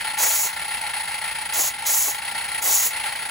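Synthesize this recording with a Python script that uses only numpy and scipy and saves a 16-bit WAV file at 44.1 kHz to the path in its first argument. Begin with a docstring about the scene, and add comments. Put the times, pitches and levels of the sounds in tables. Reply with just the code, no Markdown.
"""A garden: a small live-steam locomotive spins its wheels on a roller stand, over a low outdoor rumble.
Four exhaust beats a turn ring in the smokebox and chimney; a steam leak fizzes in time with them.
Four pushes on the whistle valve let out toneless blasts of hissing steam, with dull wet spits.
In stereo, the treble hiss alternates between centred and wide frequency bands."""
import sys
import numpy as np
from scipy import signal
from scipy.fft import rfft, irfft
from scipy.io import wavfile

SR = 44100
rng = np.random.default_rng(int(sys.argv[2]) if len(sys.argv) > 2 else 0)


def store_pcm(level_fs):
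    """Save levels as 16-bit WAV."""
    pcm = np.round(np.clip(level_fs, -1, 1) * 32767).astype(np.int16)
    wavfile.write(sys.argv[1], SR, np.atleast_2d(pcm).T)


N = 145530
TIME_S = np.arange(N) / SR
CRACKLE = 0.14   # log-amplitude spread of steam noise

# wheel turns: start_s, exhaust_db
WHEEL_TURNS = [(-.09, -30), (0.039, -32), (0.164, -30), (0.296, -35), (0.424, -33.5), (0.558, -31),
               (.674, -31), (0.804, -32), (0.927, -32), (1.07, -32.5), (1.208, -31.5), (1.346, -32.5),
               (1.488, -33), (1.626, -34.5), (1.776, -33), (1.931, -36.5), (2.074, -34), (2.215, -31.5),
               (2.341, -31), (2.474, -31.5), (2.616, -35.5), (2.756, -35), (2.898, -30.5), (3.029, -30),
               (3.152, -33), (3.284, -32)]


def from_db(db):
    """dB to gain."""
    return 10 ** (np.asarray(db) / 20)


def unit_rms(x):
    """Scale to rms 1."""
    return x / np.sqrt(np.mean(x ** 2) + 1e-20)


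def at_bins(points, column=1):
    """Table column at each FFT bin, interpolated over log frequency."""
    table, hz = np.array(points), np.fft.rfftfreq(N, 1 / SR)
    return np.interp(np.log(hz + 1), np.log(table[:, 0]), table[:, column])


def drift(rate_hz):
    """Low-passed random wander, rms 1."""
    lowpass = signal.butter(2, rate_hz, fs=SR / 20, output="sos")
    slow = signal.sosfilt(lowpass, rng.standard_normal(N // 20 + 2002))[2000:]
    return np.interp(np.arange(N) / 20, np.arange(len(slow)), unit_rms(slow))


def hiss(crackle=0.):
    """Two uncorrelated white noises with a common grain."""
    return unit_rms(rng.standard_normal((2, N)) * np.exp(crackle * drift(rate_hz=580)))


def coloured(x, spectrum):
    """Filter to a spectrum shape; white noise keeps its rms."""
    return irfft(rfft(x) * unit_rms(from_db(at_bins(spectrum))), N)


def resonance(x, hz, width_hz):
    """Two-pole band-pass, run twice for deep valleys."""
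    radius = np.exp(-np.pi * width_hz / SR)
    b = (1 - radius ** 2) / 2 * np.array([1, 0, -1])
    a = [1, -2 * radius * np.cos(2 * np.pi * hz / SR), radius ** 2]
    for _ in range(2):
        x = signal.lfilter(b, a, x)
    return x * np.sqrt(SR / width_hz)


def outdoor_rumble(level_db=-54.5):
    """Steady low noise."""
    # rumble spectrum: freq_hz, density_db
    spectrum = [(15, -35), (30, -30), (49, -6), (64, 4), (107, -6), (160, 0), (201, -6.5), (300, -9),
                (390, -53)]
    return from_db(level_db) * coloured(hiss(), spectrum)


def steam_leak(pressure, lag_s=0.0013, steady_db=-11.5, gain_db=2):
    """A leak fizzes just after each beat."""
    late = np.interp(TIME_S - lag_s, TIME_S, pressure)
    flow = (late + from_db(steady_db)) * hiss()
    return from_db(gain_db) * resonance(flow, hz=9500, width_hz=850)


def exhaust_beats():
    """Pressure and opening puffs: each valve opening rises fast, sags, then shuts."""
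    # beats of one turn: opens_turns, open_for_turns, level_db, puff_re_beat_db
    beats = [(.012, 0.17, -0.75, -1), (.24, 0.18, 0.45, -4), (.465, 0.18, 0.22, -12.5),
             (.725, 0.16, -0.5, -12.5)]
    rise_turns, sag_turns, shut_turns, puff_turns = 0.052, 0.18, 0.094, 0.035
    jitter_turns, spread_db = 0.017, 1.53
    starts_s = np.array(WHEEL_TURNS)[:, 0]
    starts_s = np.append(starts_s, 2 * starts_s[-1] - starts_s[-2])
    turns = np.interp(TIME_S, starts_s, np.arange(len(starts_s))) + jitter_turns * drift(rate_hz=15.6)
    scatter_db = spread_db * rng.standard_normal((len(starts_s) + 1, len(beats)))
    pressure = puffs = 0
    for k, (opens, open_for, level_db, puff_db) in enumerate(beats):
        since = (turns - opens) % 1
        turn_index = np.floor(turns - opens).astype(int) + 1
        gate = np.clip(since / rise_turns, 0, 1) * np.clip((open_for - since) / shut_turns + 1, 0, 1)
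        opening = from_db(level_db + scatter_db[turn_index, k]) * np.sin(np.pi / 2 * gate) ** 2
        pressure += opening * np.exp(-since / sag_turns)
        puffs += from_db(puff_db) * opening * np.exp(-np.abs(since - rise_turns) / puff_turns)
    return pressure, puffs


def chimney(pressure, puffs, puff_db_per_octave=-6):
    """Exhaust noise rings smokebox and chimney; puffs drive mostly the low modes."""
    # resonances: freq_hz, width_hz, level_db, steady_flow_db
    modes = [(855, 112, -9, -4.5), (1378.4, 67, -12, -9), (2025, 456, -5, -7), (2682, 180, -13, -7),
             (3104, 390, -11, -21), (3990, 160, -13.5, -13), (4303, 140, -13, -12), (4597, 130, -18, -14.5)]
    # swell of the lowest mode: time_s, gain_db
    swell = [(0, -2), (.22, 0.5), (.78, -1), (.86, 4), (.93, 2.5), (1.1, -0.5), (1.4, -3), (1.6, 1),
             (1.8, -2), (1.87, 6), (2.08, -2.5), (2.23, 1.5), (2.58, -3.5), (2.63, 6), (2.85, -3),
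             (3.08, 0), (3.3, -2)]
    lowest_hz = modes[0][0]
    rings = []
    for hz, width_hz, level_db, steady_db in modes:
        puff_db = puff_db_per_octave * np.log2(hz / lowest_hz)
        flow = pressure + from_db(puff_db) * puffs + from_db(steady_db)
        rings.append(from_db(level_db) * resonance(flow * hiss(CRACKLE), hz, width_hz))
    rings[0] *= from_db(np.interp(TIME_S, *np.transpose(swell)))
    return sum(rings)


def exhaust_rush(pressure, steady_db=-4, gain_db=-1.5):
    """Broad steam noise, pulsing over a steady flow."""
    # rush spectrum: freq_hz, density_db
    spectrum = [(200, -20), (450, -14), (700, -5.5), (1100, -5), (1260, -7), (1420, -2.5), (1800, 2),
                (2300, 0.5), (2860, -5), (3500, -4), (4150, -10.5), (4800, -7), (5300, -11), (6000, -15.5),
                (7000, -14), (8300, -10.5), (10900, -33), (11600, -17), (13300, -21), (15200, -12.5)]
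    flow = (pressure + from_db(steady_db)) * hiss(CRACKLE)
    return from_db(gain_db) * coloured(flow, spectrum)


def engine():
    """The beats drive chimney, rush and leak; the level varies turn by turn."""
    start_s, exhaust_db = np.transpose(WHEEL_TURNS)
    gain = from_db(np.interp(TIME_S, start_s + 0.08, exhaust_db))   # each level applies near mid-turn
    pressure, puffs = exhaust_beats()
    return gain * (chimney(pressure, puffs) + exhaust_rush(pressure) + steam_leak(pressure))


def wet_spits():
    """Wet steam spits dully as the whistle valve opens and shuts."""
    # spits: centre_s, length_s, level_db
    spits = [(0.24, 0.11, -35.5), (0.46, 0.034, -37.5), (1.597, 0.07, -33.5), (2.086, 0.044, -36.5),
             (2.677, 0.2, -39), (2.864, 0.029, -35.5)]
    # spit spectrum: freq_hz, density_db
    spectrum = [(200, -14), (330, 3), (600, 7), (1100, 6), (1800, -24)]
    envelope = sum(from_db(level_db) * np.exp(-8 * ((TIME_S - centre_s) / length_s) ** 2)
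                   for centre_s, length_s, level_db in spits)
    return coloured(envelope * hiss(CRACKLE), spectrum)


def whistle(jet_db=13, flicker_db=1, edge_s=0.006):
    """Toneless steam blasts: bright jet, broad nozzle ring, duller hiss below."""
    # one envelope per blast: time_s, base_db, ring_re_base_db, dull_re_base_db
    blasts = [
        [(0.16, -72, 2, -2), (0.188, -35.5, 4, 6), (0.24, -29.5, 7.5, -2), (0.31, -32, 4, 1.5),
         (0.464, -34, 7.5, -2.5), (0.518, -54, 4, 8), (0.56, -56, 4, -2)],
        [(1.51, -77, 2, -2), (1.526, -59, -6, -2), (1.538, -37, 6, 5), (1.58, -31, -2, -2.5),
         (1.608, -30.5, 7.5, -2.5), (1.686, -34.5, 6.5, 5), (1.74, -68, 3, -3)],
        [(1.84, -68, 8, -1), (1.868, -29, 1, 0.5), (1.902, -30, 5.5, -1.5), (2.01, -30, 3.5, -4.5),
         (2.108, -35.5, 5.5, 0.5), (2.124, -42, 4, -2), (2.2, -58, -1, -10)],
        [(2.6, -83, -6, -6), (2.624, -35.5, 5.5, -1), (2.66, -30, -0.5, 0), (2.728, -29, 6.5, -1),
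         (2.838, -32.5, 6, 0.5), (2.866, -30, 4.5, -1.5), (2.928, -54, 3, 4)],
    ]
    # jet, nozzle ring and dull hiss spectra: freq_hz, density_db
    jet = [(1500, -60), (4000, -26), (6000, -9), (7600, -4), (8200, -4), (9200, -1), (10200, -4),
           (11000, -2), (12200, -2), (13500, -6), (14500, -3), (15300, -2)]
    nozzle_ring = [(2500, -50), (4500, -20), (5600, -8), (6300, -5), (6800, 1.5), (7300, -4), (7800, -8.5),
                   (8500, -18)]
    dull_hiss = [(200, -37), (400, -19.5), (680, -7.5), (1100, -8), (1600, -12.5), (2800, -10.5),
                 (4000, -7), (5200, -10), (6500, -8), (9000, -45)]
    envelopes = np.zeros((3, N))
    for blast in blasts:
        time_s, base_db, ring_db, dull_db = np.transpose(blast)
        gate = np.clip(np.minimum(TIME_S - time_s[0], time_s[-1] - TIME_S) / edge_s, 0, 1)
        for envelope, offset_db in zip(envelopes, (jet_db, ring_db, dull_db)):
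            envelope += gate * from_db(np.interp(TIME_S, time_s, base_db + offset_db))
    steam = 0
    for envelope, spectrum in zip(envelopes, (jet, nozzle_ring, dull_hiss)):
        flicker = from_db(flicker_db * drift(rate_hz=32))
        steam += coloured(envelope * flicker * hiss(), spectrum)
    return steam


def stereo_image(pair, coherence_column):
    """Left/right phase, coherence and balance by frequency; treble bands alternate centred and wide."""
    # stereo image: freq_hz, left_lead_half_turns, engine_coherence, engine_left_re_right_db,
    # whistle_coherence, whistle_left_re_right_db
    image = [(50, .01, .985, .5, .98, .5), (300, .01, .92, 1.1, .97, 1.1), (800, -.04, .97, -.5, .95, .3),
             (1050, -.02, .97, .1, .95, .3), (1300, .1, .75, 3, .75, 3), (1650, .25, .85, 1.6, .85, 1.1),
             (2050, .25, .92, -.5, .85, .1), (2620, .25, .88, 1.5, .95, .3), (2950, .2, .5, 4, .55, 2.1),
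             (3700, .3, .4, 6, .5, 2.1), (4400, .01, .75, 5, .92, .6), (5600, .05, .5, 6, .95, .3),
             (6400, 0, 1, 0, 1, 0), (7450, 0, 1, 0, 1, 0), (8000, -.45, .65, 0, .65, 0),
             (8500, -1, 1, 0, 1, 0), (9150, -1, 1, 0, 1, 0), (10200, -1.55, .75, 0, .6, 0),
             (10700, -2, 1, 0, 1, 0), (11600, -2, 1, 0, 1, 0), (12100, -2.5, .5, 0, .6, 0),
             (12500, -3, 1, 0, 1, 0), (13700, -3, 1, 0, 1, 0), (14250, -3.5, .55, 0, .6, 0),
             (15000, -4, 1, 0, 1, 0)]
    common, unshared = rfft(pair)
    side = np.array([[1], [-1]])   # left, right
    coherence = np.clip(at_bins(image, coherence_column), 0, .9995)
    phase = np.exp(.5j * np.pi * side * at_bins(image))
    balance = from_db(side * at_bins(image, coherence_column + 1) / 2)
    blend = np.sqrt((1 + coherence) / 2) * common + side * np.sqrt((1 - coherence) / 2) * unshared
    return irfft(phase * balance * blend, N)


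def scene():
    """Rumble and engine plus spits and whistle, in stereo."""
    running = stereo_image(outdoor_rumble() + engine(), coherence_column=2)
    blasts = stereo_image(wet_spits() + whistle(), coherence_column=4)
    return running + blasts


def record(dry):
    """Steep elliptic low-pass."""
    cutoff_hz = 15750
    return signal.sosfilt(signal.ellip(12, .5, 80, cutoff_hz, fs=SR, output="sos"), dry)


dry = scene()
out = record(dry)
store_pcm(out)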